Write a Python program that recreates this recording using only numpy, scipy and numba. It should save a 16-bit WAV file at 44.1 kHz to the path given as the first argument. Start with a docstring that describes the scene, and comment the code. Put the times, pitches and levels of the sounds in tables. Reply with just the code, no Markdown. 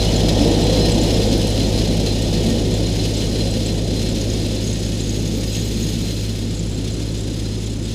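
"""A three-cylinder tractor pulls a mower away across a field, heard from ground level, over steady hiss.
From the start firings drone, rotors hum, air roars, and struck steel clatters, scrapes and squeaks.
At 0.2-0.45 s the firing rate sags under load, then recovers; a moan rises over 0.33-1.04 s.
Brief low swells come at 0.4-5.8 s; at 4.55-6.55 s the high ringing of the steel lifts, finest modes last.
Drone, hum, roar and clatter weaken with distance; the ground edge on roar and hum sinks."""
import sys
import numpy as np
from scipy import signal
from scipy.fft import rfft, irfft
from scipy.io import wavfile
from numba import njit

SR = 44100
rng = np.random.default_rng(int(sys.argv[2]) if len(sys.argv) > 2 else 0)


def digitize_waveform(pressure):
    """Quantize a signal to 16-bit integers and store it at the path in sys.argv[1].

    Rows of a 2-D input are taken as channels; values are limited to [-1, 1].
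    """
    field = np.atleast_2d(pressure).T
    bounded = np.clip(field, -1, 1)
    quanta = np.round(bounded * 32767).astype(np.int16)
    wavfile.write(sys.argv[1], SR, quanta)


N = 350154
T = np.arange(N) / SR
BINS_HZ = np.fft.rfftfreq(N, 1 / SR)

# engine speed under load: time_s, firing_hz
FIRING_CURVE = [(0, 52.4), (.2, 52.5), (.45, 51.15), (.7, 51.25), (1, 51.75), (1.5, 52.15), (2.8, 52.35),
                (3.8, 52.6), (7.94, 52.7)]
# weaker engine orders: multiple of firing rate, level_db against the firing tone
ENGINE_ORDERS = [(2 / 3, -27), (4 / 3, -23), (5 / 3, -22), (8 / 3, -17), (3, -10.3), (4, -19)]
# mower rotation tones at working speed: pitch_hz, relative_db
ROTOR_TONES = [(32.7, -14), (65.4, -22), (84.7, -15), (169.5, -7), (228.5, -13), (264, -20), (286, -18.5),
               (319, -16), (353, -19), (367, -17), (424, -20.5), (489.5, -17.5), (512, -22.5), (523, -19),
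               (555, -22)]
# roar spectrum ahead of the ground: freq_hz, relative_db
ROAR_COLOUR = [(10, -25), (24, -17), (34, -7), (45, -7.5), (120, -6.5), (175, -2), (220, 1), (300, -0.5),
               (400, -3), (510, -2.35), (640, -2.5), (900, -3.5), (1150, -9), (2000, 3.5)]
# roar swell: time_s, offset_db
ROAR_SURGE = [(0, -2), (.25, -1), (.45, 0.4), (.75, 0.6), (1.1, 1), (1.35, 1.5), (1.5, -1.5), (1.66, 1),
              (2.04, -1), (2.4, 1.1), (2.75, 1), (3.1, -0.9), (3.38, 1.3), (3.6, 0.5), (4.3, 0.9),
              (4.52, 0.9), (5.05, -1.4), (5.35, 0.5), (5.6, -1), (5.85, -0.5), (6.4, -2.5), (6.85, -0.5),
              (7.94, -1.8)]
# field hiss and grass spray spectrum: freq_hz, relative_db
FIELD_COLOUR = [(100, -4), (500, 2.5), (800, 6), (1150, -1), (1400, 1), (2000, -0.5), (3500, -1),
                (5000, -6), (6800, 3.5), (7700, 1.5), (8400, -7), (10200, -3), (11500, -23), (15000, -26)]
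# broad ring of the mower panels: freq_hz, relative_db
PANEL_COLOUR = [(500, -11), (1000, -14), (1400, -12.5), (2000, -6.5), (2600, -1.5), (3500, 3), (4500, 0.5),
                (5100, 1.5), (5450, -1), (5900, -1), (6700, -4.5), (7700, -8.5), (8300, -21), (10200, -12),
                (11500, -23)]
# spectrum of the lightest blows: freq_hz, relative_db
SIZZLE_COLOUR = [(3000, -4), (6500, -2.5), (8500, 7.5), (10300, 1.5), (11300, 0), (13000, -6), (14700, -12),
                 (16000, -11)]
# landing grit spectrum: freq_hz, relative_db
TICK_COLOUR = [(3000, -34), (8000, -10), (9600, 7), (10800, 0), (12500, -16), (15000, -10)]
# low steel modes: freq_hz, width_hz, relative_db
LOW_MODES = [(2130, 30, -14), (2290, 30, -14), (2515, 25, -14), (2670, 35, -9), (3340, 40, -8),
             (3520, 45, -8), (3680, 55, -6), (3860, 45, -8.5), (4200, 70, -9), (4280, 45, -4.5),
             (4875, 50, -6), (4950, 45, -5.5), (5110, 35, -9)]
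# thin steel modes, fading fastest with distance: freq_hz, width_hz, relative_db
THIN_MODES = [(1849, 18, -6.5), (2946, 16, 0), (3255, 30, -3), (5262, 24, -1.5)]
# close pair of singing steel modes: freq_hz, width_hz, relative_db
SINGING_MODES = [(4084, 28, 0), (4112, 28, 0)]
# high steel modes: freq_hz, width_hz, relative_db
HIGH_MODES = [(6170, 70, -4.5), (6434, 20, 3), (6530, 45, -2), (6600, 45, 2.5), (6680, 50, -3),
              (6790, 60, -5), (7640, 70, -11), (7737, 18, -1), (8030, 50, -10), (9136, 50, -7),
              (9600, 50, -13), (9856, 25, -11), (10116, 20, -8), (10520, 20, -8), (10850, 40, -16)]
# finest steel modes: freq_hz, width_hz, relative_db
FINE_MODES = [(11462, 40, -5), (11680, 50, -6), (11880, 70, -4), (12400, 160, -5), (12700, 200, -9),
              (13227, 45, -1.5), (13540, 110, -6), (13820, 150, -11), (14240, 60, -2), (14580, 45, 0),
              (14950, 350, -10)]
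# force on the mower steel: time_s, offset_db
RATTLE = [(0, -1.5), (.25, -2.5), (.5, -1.2), (.8, -0.1), (1.3, 0), (1.55, 0), (1.95, -1.5), (2.25, -0.5),
          (2.45, 0.7), (2.7, -1.3), (3.05, 1), (3.7, 0.5), (3.83, -3.5), (3.98, 1), (4.55, 0.3), (5, 0),
          (5.55, 1.2), (6.15, 2), (6.6, -2), (7.4, -1.1), (7.8, -3.5), (7.94, 0)]
# sudden changes of force, mostly harder knocks: start_s, lift_db
KNOCKS = [(.123, 2), (.284, 7.5), (.409, 2), (.846, 1.5), (1.219, 2.5), (1.533, -3), (1.776, 6.5),
          (2.061, 7.5), (3.26, -2), (3.683, 3), (4.551, 2), (5.144, 4), (5.544, 5.5), (6.346, 2),
          (7.016, 6), (7.388, 4), (7.621, 6), (7.927, 3)]
# dry joints slipping: start_s, level_db, pitch_hz
SQUEAKS = [(.158, -23, 7000), (.509, -29, 7100), (.636, -29, 7730), (.793, -30, 7100), (.916, -23, 7600),
           (1.012, -24, 7100), (2.216, -31, 7750), (2.737, -30, 7250), (2.862, -29, 6950),
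           (3.135, -30, 6770), (3.166, -29, 7680), (3.506, -28, 7650), (3.658, -26, 7650),
           (4.085, -30, 7600), (4.210, -27, 6600), (4.296, -27, 6580), (4.332, -27, 6850),
           (4.639, -31, 6500), (4.669, -34, 6480), (4.694, -31, 6480), (4.725, -28, 6520),
           (4.729, -32, 7600), (4.785, -34, 6510), (4.789, -36, 7600), (4.843, -29, 6550),
           (4.874, -39, 6600), (4.971, -34, 7680), (5.003, -27, 7350), (5.033, -32, 6500),
           (5.090, -25, 6500), (5.123, -32, 6570), (5.273, -31, 6650), (5.521, -31, 7700),
           (5.549, -28, 6500), (5.553, -32, 7700), (5.577, -28, 6500), (5.610, -31, 6590),
           (5.647, -34, 7720), (5.823, -26, 6550), (5.884, -30, 6650), (6.555, -35, 7550),
           (6.589, -26, 7280), (6.708, -37, 7600), (6.741, -32, 7550), (6.918, -33, 7140),
           (7.171, -35, 7250), (7.202, -31, 7550), (7.234, -36, 7400), (7.658, -30, 7250),
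           (7.716, -38, 7650), (7.838, -33, 7650)]
# steel rubbing steel: peak_s, pitch_hz, level_db, half_length_s
SCRAPES = [(.085, 2946, -29.5, .016), (.41, 5262, -36, .03), (.87, 5262, -37.5, .04),
           (1.15, 5262, -38, .04), (.65, 3252, -36, .05), (.66, 4095, -35, .05), (.75, 4115, -29.5, .018),
           (.845, 4095, -28.5, .035), (1.76, 4102, -36, .03), (3.99, 4102, -34.5, .025),
           (4.09, 4102, -37, .02), (6.13, 4102, -43, .11), (7.5, 5110, -49, .18)]
# mower under load: time_s, pitch_hz, level_db
MOAN = [(.33, 460, -45), (.39, 463, -25.5), (.48, 468, -26.5), (.56, 475, -26), (.7, 477, -30),
        (.85, 480, -30), (.97, 484, -30), (1.04, 486, -45)]
# brief low swells: peak_s, pitch_hz, wander_hz, level_db, half_length_s
LOW_SWELLS = [(0.418, 293, 7, -16.5, 0.022), (0.523, 330, 18, -22.5, .09), (0.74, 511, 3, -22.5, 0.072),
              (1.017, 348.4, 28, -21, 0.044), (1.13, 283, 8.3, -26.5, 0.082), (1.286, 460, 14.8, -27, 0.16),
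              (2.13, 228.7, 11.7, -21, 0.032), (2.516, 228, 4, -24.5, 0.064), (3.55, 515, 24.3, -34, 0.26),
              (4.203, 530, 25.6, -35, 0.16), (5.356, 225, 28, -27, 0.059), (5.796, 205, 28, -28.5, 0.18)]
# grit landing: start_s, level_db
TICKS = [(.0493, -25), (.0877, -27), (.8585, -27), (1.037, -25), (1.1279, -28), (1.1828, -30),
         (1.2556, -29), (1.3394, -26), (1.3793, -26), (1.4726, -23), (1.4921, -26), (1.5035, -23),
         (1.5609, -30), (1.6342, -32), (1.8512, -29), (1.9345, -27), (2.2304, -31), (4.4688, -28)]

WORKING_HZ, ROTOR_HZ = 52.5, 32.6  # firing rate and main rotor rate at working speed
TOP_HZ = 15200
START_M, DRIVE_M_PER_S = 11.05, 2.38
# start level_db, loss_db per doubling of distance
FIRING_DB, OCTAVE_DB = (-20.5, 5.5), (-21.5, 3.5)
ROAR_DB, HUM_DB = (-20.5, 4), (-19.5, 8)
PANEL_DB, LOW_RING_DB = (-26.5, 8), (-32.5, 7.5)
THIN_RING_DB, SINGING_DB = (-34.5, 11), (-34.5, 8.5)
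HIGH_RING_DB, SIZZLE_DB = (-43, 4), (-46.5, 6)
GROUND_EDGE_HZ, GROUND_SINK_POWER = 664, 0.52  # edge at start, power of relative distance
SIZZLE_POWER = 1.4  # sizzle dB per dB of rattle
# start_s, end_s, edge_s, lift_db
HIGH_LIFT, FINE_LIFT = (4.55, 6.0, 0.14, 6.2), (4.9, 6.55, .5, 9)
KNOCK_DECAY_S, FLURRY_DECAY_S = 0.018, 0.005
MODE_FLICKER_DB, MODE_FLICKER_HZ = 2.3, 16  # shared by each interleaved set of modes


def undb(db):
    """Decibels to gain."""
    return 10 ** (np.asarray(db) / 20)


def unit(x):
    """Scale to rms 1."""
    return x / np.sqrt(np.mean(x ** 2))


def curves(table):
    """Table columns joined by straight lines in time."""
    s, *columns = np.transpose(table)
    return [np.interp(T, s, c) for c in columns]


def walk(rate_hz, size=8192):
    """Smooth random curve of rms 1, rolled off above rate_hz."""
    hz = np.fft.rfftfreq(size, T[-1] / size)
    slow = irfft(rfft(rng.standard_normal(size)) / (1 + (hz / rate_hz) ** 4))
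    return np.interp(T, np.linspace(0, T[-1], size), unit(slow))


def colour(x, points):
    """Minimum-phase filter through (freq_hz, relative_db), scaled to rms 1."""
    hz, db = np.transpose(points)
    gain = undb(np.interp(np.log(BINS_HZ + 1), np.log(hz), db))
    cepstrum = irfft(np.log(gain), N)
    response = np.exp(2 * rfft(cepstrum[:N // 2], N))
    return unit(irfft(rfft(x) * response, N))


def ring(x, modes, count=4):
    """Resonances with own short delays, in interleaved sets that flicker separately; rms 1."""
    drive, out = rfft(x), 0
    for k in range(count):
        response = np.zeros(len(BINS_HZ), complex)
        for hz, width_hz, db in modes[k::count]:
            lag_s = .004 * rng.random()
            resonance = undb(db) / (1 + 2j * (BINS_HZ - hz) / width_hz)
            response += resonance * np.exp(-2j * np.pi * BINS_HZ * lag_s)
        flicker = undb(MODE_FLICKER_DB * walk(MODE_FLICKER_HZ))
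        out = out + irfft(drive * response, N) * flicker
    return unit(out)


def tone(hz):
    """Sine of rms 1 following a frequency curve, random start phase."""
    return np.sqrt(2) * np.sin(2 * np.pi * (np.cumsum(hz) / SR + rng.random()))


@njit
def lowpass(x, edge_hz, damping):
    """State-variable low-pass with a moving edge."""
    y, band, low = np.empty(len(x)), 0., 0.
    for i in range(len(x)):
        g = np.tan(np.pi * edge_hz[i] / SR)
        v = (band + g * (x[i] - low)) / (1 + g * (g + damping))
        y[i] = low + g * v
        band, low = 2 * v - band, 2 * y[i] - low
    return y


def impacts(per_second, spread_db):
    """Random blows, most weak and a few strong; rms 1."""
    hit = rng.random(N) < per_second / SR
    size = undb(spread_db * np.minimum(rng.exponential(size=N), 5))
    return unit(hit * size * rng.choice([-1, 1], N))


def distance():
    """Distance over starting distance, at constant drive speed."""
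    return 1 + DRIVE_M_PER_S * T / START_M


def receding(part):
    """Level in dB falling by a fixed loss per doubling of distance."""
    start_db, loss_db = part
    return start_db - loss_db * np.log2(distance())


def ground_edge():
    """Edge in Hz above which soft ground swallows sound; sinks with distance."""
    return GROUND_EDGE_HZ / distance() ** GROUND_SINK_POWER


def spell(row):
    """Lift in dB that rises, holds and falls."""
    start_s, end_s, edge_s, lift_db = row
    return lift_db * np.clip(np.minimum(T - start_s, end_s - T) / edge_s, 0, 1)


def field(turn, level_db=-42):
    """Steady outdoor hiss; its top pulses with the rotor as cut grass sprays out."""
    air = rng.standard_normal(N)
    spray = signal.sosfiltfilt(signal.butter(2, 5000, "high", fs=SR, output="sos"), air)
    pulse = undb(2.2 * turn + 1.8 * walk(90))
    return undb(level_db) * colour(air + spray * (pulse - 1), FIELD_COLOUR)


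def ticks(decay_s=0.00086):
    """Bright decaying noise cracks of grit flung by the blades and landing."""
    blows = np.zeros(N)
    for s, db in TICKS:
        blows[int(s * SR)] = undb(db)
    fading = signal.lfilter([1], [1, -np.exp(-1 / (decay_s * SR))], blows)
    return fading * colour(rng.standard_normal(N), TICK_COLOUR)


def roar(firing_hz, db_per_hz=0.2, brightening_per_hz=0.058):
    """Churned air and gas throbbing with firings, louder and brighter under load, cut by the ground."""
    sag_hz = WORKING_HZ - firing_hz
    surge_db, = curves(ROAR_SURGE)
    edge_hz = ground_edge() * (1 + brightening_per_hz * sag_hz)
    throb = undb(0.65 * tone(firing_hz))
    air = colour(rng.standard_normal(N) * throb, ROAR_COLOUR)
    heard = lowpass(lowpass(air, edge_hz, 2.3), edge_hz, 0.84)
    return unit(heard) * undb(receding(ROAR_DB) + db_per_hz * sag_hz + surge_db)


def low_swells():
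    """Brief low swells, some a clear tone and some roughly wandering in pitch."""
    wander = walk(35.6)
    return sum(undb(db) * np.exp(-((T - s) / half_s) ** 2) * tone(hz + wander_hz * wander)
               for s, hz, wander_hz, db, half_s in LOW_SWELLS)


def scrapes():
    """Steel rubs on steel; a single mode swells roughly and fades."""
    out = np.zeros(N)
    for s, hz, db, half_s in SCRAPES:
        grip_db = 2.5 * walk(45)
        swell = np.exp(-((T - s) / half_s) ** 2)
        out += undb(db + grip_db) * swell * tone(hz + 24 * walk(50))
    return out


def squeaks(swell_s=0.0041, width_hz=480, faint_db=-42, count=60):
    """Dry joints slip: noise bursts ring a broad resonance; fainter random slips join them."""
    out = np.zeros(N)
    t = np.arange(SR // 16) / SR
    swell = (t / swell_s) ** 2 * np.exp(2 * (1 - t / swell_s))
    swell_rms = np.sqrt(np.mean(swell ** 2) / 2)  # that of a sine under the swell
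    faint = [(when * T[-1], faint_db + 4 * size, 6200 + 1600 * pitch)
             for when, size, pitch in rng.random((count, 3))]
    for s, db, hz in list(SQUEAKS) + faint:
        band_hz = [hz - width_hz / 2, hz + width_hz / 2]
        joint = signal.butter(2, band_hz, "band", fs=SR, output="sos")
        slips = swell * rng.standard_normal(len(t))
        chirp = unit(signal.sosfilt(joint, slips)) * swell_rms
        start = int(s * SR)
        out[start:start + len(t)] += (undb(db) * chirp)[:N - start]
    return out


def moan(waver=0.003):
    """A connected rough tone rises as the mower bites into grass, then sinks into the roar."""
    hz, db = curves(MOAN)
    gate = [0] + [1] * (len(MOAN) - 2) + [0]
    sounding = np.interp(T, [row[0] for row in MOAN], gate)
    rough_db = 2.2 * walk(35)
    return sounding * undb(db + rough_db) * tone(hz * (1 + waver * walk(22)))


def rotors(speed):
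    """Hum of spinning mower parts geared to the engine, wavering with the grass load, ground-filtered."""
    slip = 1 + 0.002 * walk(3.45)
    hum = sum(undb(db + 2.6 * walk(3.5)) * tone(hz * speed * slip) for hz, db in ROTOR_TONES)
    return lowpass(hum, ground_edge(), 1.) * undb(receding(HUM_DB))


def clatter(turn):
    """Dense blows ring the mower steel, bunched once a rotor turn and in uneven flurries."""
    rattle_db, = curves(RATTLE)
    panel_db = receding(PANEL_DB) + rattle_db
    low_db = receding(LOW_RING_DB) + rattle_db
    thin_db = receding(THIN_RING_DB) + rattle_db
    singing_db = receding(SINGING_DB) + rattle_db + 2 * walk(18)
    high_db = receding(HIGH_RING_DB) + rattle_db + spell(HIGH_LIFT)
    sizzle_db = receding(SIZZLE_DB) + SIZZLE_POWER * rattle_db
    knock_db = sum(db * (T > s) * np.exp(-np.abs(T - s) / KNOCK_DECAY_S) for s, db in KNOCKS)
    # flurries start at once and die away
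    jolts = np.abs(impacts(per_second=150, spread_db=2.3))
    flurry = unit(signal.lfilter([1], [1, -np.exp(-1 / (FLURRY_DECAY_S * SR))], jolts))
    force = undb(0.61 * turn) * (1 + 0.34 * flurry) * undb(knock_db)
    panels = colour(force * impacts(per_second=18000, spread_db=2.0), PANEL_COLOUR)
    low = ring(force * impacts(per_second=2500, spread_db=2.0), LOW_MODES)
    thin = ring(force * impacts(per_second=2500, spread_db=0.0), THIN_MODES)
    singing = ring(force * impacts(per_second=600, spread_db=3.5), SINGING_MODES, count=2)
    high_force = force * undb(1.4 * walk(31) + turn)
    high = ring(high_force * impacts(per_second=2500, spread_db=2.0), HIGH_MODES)
    # lightest blows reach only the top of the range
    fine_force = force * undb(.5 * turn)
    fine = colour(fine_force * impacts(per_second=11000, spread_db=4.0), SIZZLE_COLOUR)
    fine_ring = ring(force * impacts(per_second=2400, spread_db=4.0), FINE_MODES)
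    sizzle = undb(6.5) * fine + undb(spell(FINE_LIFT) - 8.0) * fine_ring
    steel = undb(panel_db) * panels + undb(low_db) * low + undb(thin_db) * thin
    steel += undb(singing_db) * singing + undb(high_db) * high
    return steel + undb(sizzle_db) * sizzle


def engine(firing_hz):
    """Exhaust drone; unequal cylinders add orders at thirds of the firing rate."""
    first_db = receding(FIRING_DB) + 0.32 * walk(2.1)
    octave_db = receding(OCTAVE_DB) + 0.9 * walk(18.0)
    drone = undb(first_db) * tone(firing_hz) + undb(octave_db) * tone(2 * firing_hz)
    for order, db in ENGINE_ORDERS:
        drone += undb(first_db + db + 2 * walk(12)) * tone(order * firing_hz)
    return drone


def scene():
    """Tractor and mower in the open field, geared to one engine speed; mono."""
    firing_hz, = curves(FIRING_CURVE)
    speed = firing_hz / WORKING_HZ
    turn = tone(ROTOR_HZ * speed)
    background = field(turn) + ticks() + roar(firing_hz) + low_swells()
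    mower = scrapes() + squeaks() + moan() + rotors(speed) + clatter(turn)
    return (background + mower + engine(firing_hz))[None]


def record(dry):
    """Steep elliptic low-pass at TOP_HZ."""
    return signal.sosfilt(signal.ellip(12, .1, 90, TOP_HZ, fs=SR, output="sos"), dry)


dry = scene()
out = record(dry)
digitize_waveform(out)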